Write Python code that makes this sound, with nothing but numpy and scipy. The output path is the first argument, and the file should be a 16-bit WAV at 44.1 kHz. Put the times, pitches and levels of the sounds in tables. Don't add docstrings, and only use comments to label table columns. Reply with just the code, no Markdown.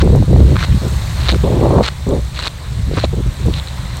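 import sys
import numpy as np
from scipy import signal
from scipy.fft import rfft, irfft
from scipy.io import wavfile
from scipy.ndimage import uniform_filter1d

SR = 44100
rng = np.random.default_rng(int(sys.argv[2]) if len(sys.argv) > 2 else 0)


def log_audio(samples):
    frames = np.atleast_2d(samples).T
    limited = np.clip(frames, -1, 1)
    pcm = np.round(limited * 32767).astype(np.int16)
    wavfile.write(sys.argv[1], SR, pcm)


N = 176400
TIME = np.arange(N) / SR
FILTER_HZ = np.fft.rfftfreq(4096, 1 / SR)


def amp(db):
    return 10 ** (np.asarray(db) / 20)


def unit_rms(x):
    return x / np.sqrt(np.mean(x ** 2) + 1e-20)


def spectrum_db(points, hz=FILTER_HZ):
    point_hz, db = np.transpose(points)
    return np.interp(np.log(hz + 1), np.log(point_hz), db)


def add(mix, start, sound):
    part = mix[max(round(start * SR), 0):][:len(sound)]
    part += sound[:len(part)]


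def colour(x, db):
    log_gain = np.log(amp(np.r_[db, db[-2:0:-1]]))
    taps = np.fft.ifft(np.exp(signal.hilbert(log_gain).conj())).real
    return signal.fftconvolve(x, taps[:len(db)])


def noise(gain):
    hz = np.fft.rfftfreq(N, 1 / SR) + 1
    return unit_rms(irfft(rfft(rng.standard_normal(N)) * gain(hz), N))


def steadied(x, share, samples):
    power = uniform_filter1d(x ** 2, size=samples) + 1e-9
    return unit_rms(x / power ** (share / 2))


def slip(samples=200, grit=0.28, decay_s=0.0012):
    burst = grit * rng.standard_normal(samples) * np.exp(-np.arange(samples) / SR / decay_s)
    burst[0] += 1
    return burst


# (frequency [Hz], level [dB])
HEEL_SPECTRUM = [(100, -23), (350, -14), (700, -10), (1100, -1.5), (1600, -1.5), (2300, -8.5), (3200, -17),
                 (4100, -15.5), (5000, -21), (8000, -30), (10300, -56), (16000, -54)]
SOLE_SPECTRUM = [(100, -22), (350, -5.5), (700, -7), (1200, -7), (1700, -7.5), (2300, -7), (3200, -4.5),
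                 (4150, 4), (4950, -14.5), (8000, -19), (10300, -28), (16000, -43)]

def sand_colour(tone):
    return (1 - tone) * spectrum_db(HEEL_SPECTRUM) + tone * spectrum_db(SOLE_SPECTRUM)


# (time [s], length [s], level [dB], tone [0 heel, 1 sole])
SCRUNCHES = [(0.0, 0.025, -22.5, 0.34), (0.549, 0.034, -36, 0.09), (.582, 0.072, -24.5, 0.47),
             (1.166, 0.092, -31, 0.72), (1.253, 0.029, -26, 0.63), (1.283, 0.039, -23.5, 0.9),
             (1.826, .065, -20.5, 0.59), (2.342, 0.074, -28, 0.79), (2.419, 0.065, -22.5, 0.8),
             (2.911, 0.085, -32, 0.63), (2.966, 0.0252, -23.5, 0.064), (2.989, 0.017, -26, 0.72),
             (3.006, 0.053, -27.5, 0.63), (3.53, 0.064, -30.5, 0.89)]

def scrunches(slips_per_s=250, jitter=0.38, build_db=6, attack_s=0.002, stop_s=0.0036):
    out = np.zeros(N)
    for start, length, db, tone in SCRUNCHES:
        t = TIME[TIME < length]
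        slips = np.zeros(len(t))
        gaps = np.exp(jitter * rng.standard_normal(40)) / slips_per_s
        for onset in np.cumsum(gaps) - gaps[0]:
            add(slips, onset, amp(0.5 * rng.standard_normal()) * slip())
        rub = 0.62 * rng.standard_normal(SR)[:len(t)]
        weight = amp(build_db * t / length)
        gate = np.minimum(t / attack_s, 1) * np.minimum((length - t) / stop_s, 1)
        crunch = colour((unit_rms(slips) + rub) * weight * gate, sand_colour(tone))
        add(out, start, amp(db) * crunch * np.sqrt(len(t) / np.sum(crunch ** 2)))
    return out


# (time [s], peak level [dB], tone [0 heel, 1 sole])
SAND_SNAPS = [(0.558, -12.5, 0), (.5663, -5.5, 0.3), (0.628, -5, 0.34), (0.637, -7, 0.8), (0.645, -26, 0.4),
              (1.2857, -2.5, 1.1), (1.2908, -1, .7), (1.295, -5.5, 0.7), (1.301, -3.5, 0.6),
              (1.325, -10, 1.1), (1.3453, -13, 0.4), (1.871, -23, .9), (1.8774, -24, 1), (2.391, -7.5, .8),
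              (2.403, -23, 0.9), (2.468, -7.5, 1), (2.4723, -15, 1.0), (2.9785, -32, 0.5), (3.0447, -8, 1),
              (3.5393, -13, 1), (3.5924, -20.5, 1.7), (3.598, -13, 1.7), (3.673, -18.5, 1.5),
              (3.6849, -18, 1.4)]

def sand_snaps(top_hz=5200, dull_db=7):
    out = np.zeros(N)
    treble_cut_db = dull_db * (1 - 1 / (1 + (FILTER_HZ / top_hz) ** 8))
    for start, db, tone in SAND_SNAPS:
        snap = colour(slip(), sand_colour(tone) - treble_cut_db)
        add(out, start, amp(db) * snap / abs(snap).max())
    return out


# (frequency [Hz], level [dB])
AIR_SPECTRUM = [(15, -50), (45, -17), (80, -4), (125, 4.5), (180, -2), (250, -6), (340, -5.5), (500, -4.5),
                (700, -10), (1050, -5.5), (1400, -16.5), (2000, -27), (4000, -60)]
# (time [s], length [s], level [dB], upper edge [Hz])
GUSTS = [(0.019, 0.091, -12.5, 425), (.118, 0.067, -10.5, 470), (0.181, 0.07, -13.5, 304),
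         (0.277, 0.056, -14, 352), (0.327, 0.111, -10.5, 364), (0.442, 0.12, -16, 400),
         (0.681, 0.099, -14.5, 175), (0.814, 0.062, -18, 454), (0.916, 0.024, -22, 347),
         (1.19, 0.083, -27, 280), (1.32, 0.04, -15.5, 450), (1.431, 0.19, -14.5, 560),
         (1.607, 0.067, -12.5, 670), (1.661, 0.16, -10, 734), (2.065, 0.04, -15.5, 556),
         (2.106, 0.057, -14.5, 537), (2.151, .055, -23.5, 535), (2.712, 0.114, -29.5, 199),
         (2.87, 0.078, -24, 334), (2.965, 0.025, -16.5, 487), (3.037, 0.01, -12, 720),
         (3.125, 0.019, -19, 416), (3.166, 0.04, -18.5, 394), (3.25, 0.037, -21, 264),
         (3.393, 0.079, -28.5, 328), (3.454, 0.054, -16.5, 390)]

def gusts(rise_s=0.0052, fall_s=0.021, flutter_db=3, flutter_hz=70.6, slope=3.16):
    out = np.zeros(N)
    flutter = amp(flutter_db * noise(lambda f: 1 / (1 + (f / flutter_hz) ** 2)))
    for start, length, db, edge_hz in GUSTS:
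        air = noise(lambda f: amp(spectrum_db(AIR_SPECTRUM, f)) / np.hypot(1, (f / edge_hz) ** slope))
        rise = np.clip((TIME - start) / rise_s, 0, 1)
        fall = np.clip((start + length - TIME) / fall_s + 0.5, 0, 1)
        puff = steadied(air, share=0.48, samples=400) * flutter * rise * fall
        out += amp(db) * puff * np.sqrt(length * SR / (np.sum(puff ** 2) + 1e-9))
    return out


# (time [s], peak level [dB], pitch [Hz])
BUFFETS = [(0.075, -8.5, 580), (.121, -13.5, 483), (.151, -6.5, 607), (0.225, -10, 600), (0.28, -15, 435),
           (.305, -14, 480), (0.33, -5.5, 474), (.362, -8, 720), (.404, -4, 400), (.853, -16, 517),
           (1.441, -7.5, 494), (1.479, -7.5, 516), (1.518, -25, 596), (1.657, -3, 604), (1.706, -6, 636),
           (1.785, -3.5, 740), (2.913, -10, 390), (2.936, -11, 390), (3.04, 0.5, 500), (3.485, -12.5, 514)]

def buffets(rise_cycles=0.42):
    out, t = np.zeros(N), TIME[TIME < 0.03]
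    for start, db, hz in BUFFETS:
        age = t * hz / rise_cycles
        knock = age * np.exp(1 - age) * np.sin(2 * np.pi * hz * t)
        add(out, start, rng.choice([-1, 1]) * amp(db) * knock)
    return out


# (frequency [Hz], level [dB])
RUMBLE_SPECTRUM = [(12, -48), (25, -21), (40, -7.5), (52, -4), (66, 3.5), (90, -6), (125, -4.5),
                   (170, -12.5), (250, -32), (400, -48.5), (1000, -66), (4000, -100)]
# (time [s], level [dB])
RUMBLE_LEVELS = [(0, -8), (.14, -8.5), (.27, -14.5), (.34, -5.5), (.5, -9.5), (.67, -16), (.73, -8.5),
                 (.8, -22), (.95, -15), (1.1, -18), (1.36, -13), (1.52, -13.5), (1.82, -19), (1.88, -23),
                 (2.04, -22), (2.1, -15), (2.35, -23.5), (2.47, -27), (2.61, -27.5), (2.8, -16),
                 (3.05, -16.5), (3.22, -18.5), (3.28, -11.5), (3.35, -29), (3.4, -19.5), (3.53, -11.5),
                 (3.65, -28), (3.85, -18), (4.0, -24.5)]

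def wind_rumble():
    eddies = noise(lambda f: amp(spectrum_db(RUMBLE_SPECTRUM, f)))
    level = amp(np.interp(TIME, *np.transpose(RUMBLE_LEVELS)))
    return steadied(eddies, share=0.33, samples=2600) * level


def bubbles(per_s=830, pitches=36, spread_db=6.5, decay_cycles=3.4):
    out, t = np.zeros(N), TIME[TIME < 0.02]
    for hz in np.geomspace(900, 13000, pitches):
        pops = rng.random(N) < per_s / pitches / SR
        strength = amp(spread_db * np.minimum(rng.exponential(1, N), 4))
        ring = hz * np.sin(2 * np.pi * hz * t) * np.exp(-t * hz / decay_cycles)
        out += signal.oaconvolve(pops * strength, ring)[:N]
    return unit_rms(out)


# (frequency [Hz], level [dB])
WASH_SPECTRUM = [(100, 2), (300, 5), (420, 1), (560, 5.5), (720, 2), (1000, 5), (1400, 0.5), (2000, 0.5),
                 (2700, -3), (3250, -2.5), (3750, 1), (4200, 1), (4900, -8.5), (5400, -8.5), (6500, -10),
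                 (8300, -8.5), (9300, -13), (10300, -20), (11500, -17.5), (13000, -20.5), (16000, -21)]
# (time [s], level [dB], treble fizz gain [dB])
WAVES = [(0, -34.5, 1), (.28, -36, 2.5), (.5, -33, 1.5), (.7, -31.5, -0.5), (.95, -32, 3), (1.23, -30.5, 1),
         (1.42, -32.5, 1), (1.75, -34, 1.5), (1.95, -36, 2.5), (2.3, -37.5, 4), (2.65, -36, 1),
         (2.9, -37, 3), (3.2, -37, 2.5), (3.45, -34.5, 2), (3.7, -34.5, 2), (4.0, -32, -1.5)]

def waves(patch_db=1.27, bubbles_db=-12.5, fizz_hz=4480):
    spectrogram = signal.stft(rng.standard_normal(N), nperseg=512)[2]
    patches = uniform_filter1d(rng.standard_normal(spectrogram.shape), size=6, axis=0)
    patches = unit_rms(uniform_filter1d(patches, size=9, axis=1))
    hiss = unit_rms(signal.istft(spectrogram * amp(patch_db * patches))[1][:N])
    water = hiss + amp(bubbles_db) * bubbles()
    wash = unit_rms(colour(water, spectrum_db(WASH_SPECTRUM))[:N])
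    fizz = signal.sosfiltfilt(signal.butter(2, fizz_hz, "high", fs=SR, output="sos"), wash)
    times, db, fizz_db = np.transpose(WAVES)
    fizz_gain = amp(np.interp(TIME, times, fizz_db))
    return amp(np.interp(TIME, times, db)) * (wash - fizz + fizz * fizz_gain)


# (frequency [Hz], level [dB])
FOAM_SPECTRUM = [(500, -22), (2000, -12), (4200, 3.5), (5000, 0), (6500, 1), (8300, -2.5), (10300, -15.5),
                 (11800, -3), (13500, -7), (16000, -13)]

def foam(start_s=0.43, length_s=1.2, crest_db=-44.5):
    swell = np.sin(np.pi * np.clip((TIME - start_s) / length_s, 0, 1))
    hiss = noise(lambda f: amp(spectrum_db(FOAM_SPECTRUM, f)))
    return amp(crest_db) * np.sqrt(abs(swell)) * hiss


# (frequency [Hz], level [dB])
DROP_SPECTRUM = [(500, -40), (2000, -27), (4200, 0), (5500, 9), (8300, 16), (10300, -9), (12500, 9),
                 (16000, -16)]
# (time [s], peak level [dB])
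DROPLETS = [(.159, -23), (.883, -23), (2.072, -32), (2.091, -21), (2.347, -35), (3.153, -30), (3.401, -32),
            (3.463, -28), (3.729, -51), (3.97, -20)]

def droplets():
    out = np.zeros(N)
    for start, db in DROPLETS:
        tick = colour(slip(), spectrum_db(DROP_SPECTRUM))
        add(out, start, amp(db) * tick / abs(tick).max())
    return out


def spray(drops_per_s=300, spread_db=7, below_waves_db=23.5):
    ticks = rng.standard_normal(N) * (rng.random(N) < drops_per_s / SR)
    ticks *= amp(spread_db * np.minimum(rng.exponential(1, N), 2))
    crackle = unit_rms(colour(ticks, spectrum_db(DROP_SPECTRUM))[:N])
    times, db, fizz_db = np.transpose(WAVES)
    return crackle * amp(np.interp(TIME, times, db + fizz_db) - below_waves_db)


def scene():
    shore = waves() + foam() + spray() + droplets()
    wind = wind_rumble() + gusts() + buffets()
    footsteps = scrunches() + sand_snaps()
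    return (footsteps + wind + shore)[None]


def record(dry):
    low_cut_hz, high_cut_hz = 22, 15950
    knee, headroom = 0.8, 0.2
    heard = signal.sosfilt(signal.butter(2, low_cut_hz, "high", fs=SR, output="sos"), dry)
    clean = np.clip(heard, -knee, knee)
    rounded = clean + headroom * np.tanh((heard - clean) / headroom)
    lowpass = signal.firwin(1023, high_cut_hz, window=("kaiser", 9), fs=SR)
    return signal.oaconvolve(rounded, lowpass[None], "same")


dry = scene()
out = record(dry)
log_audio(out)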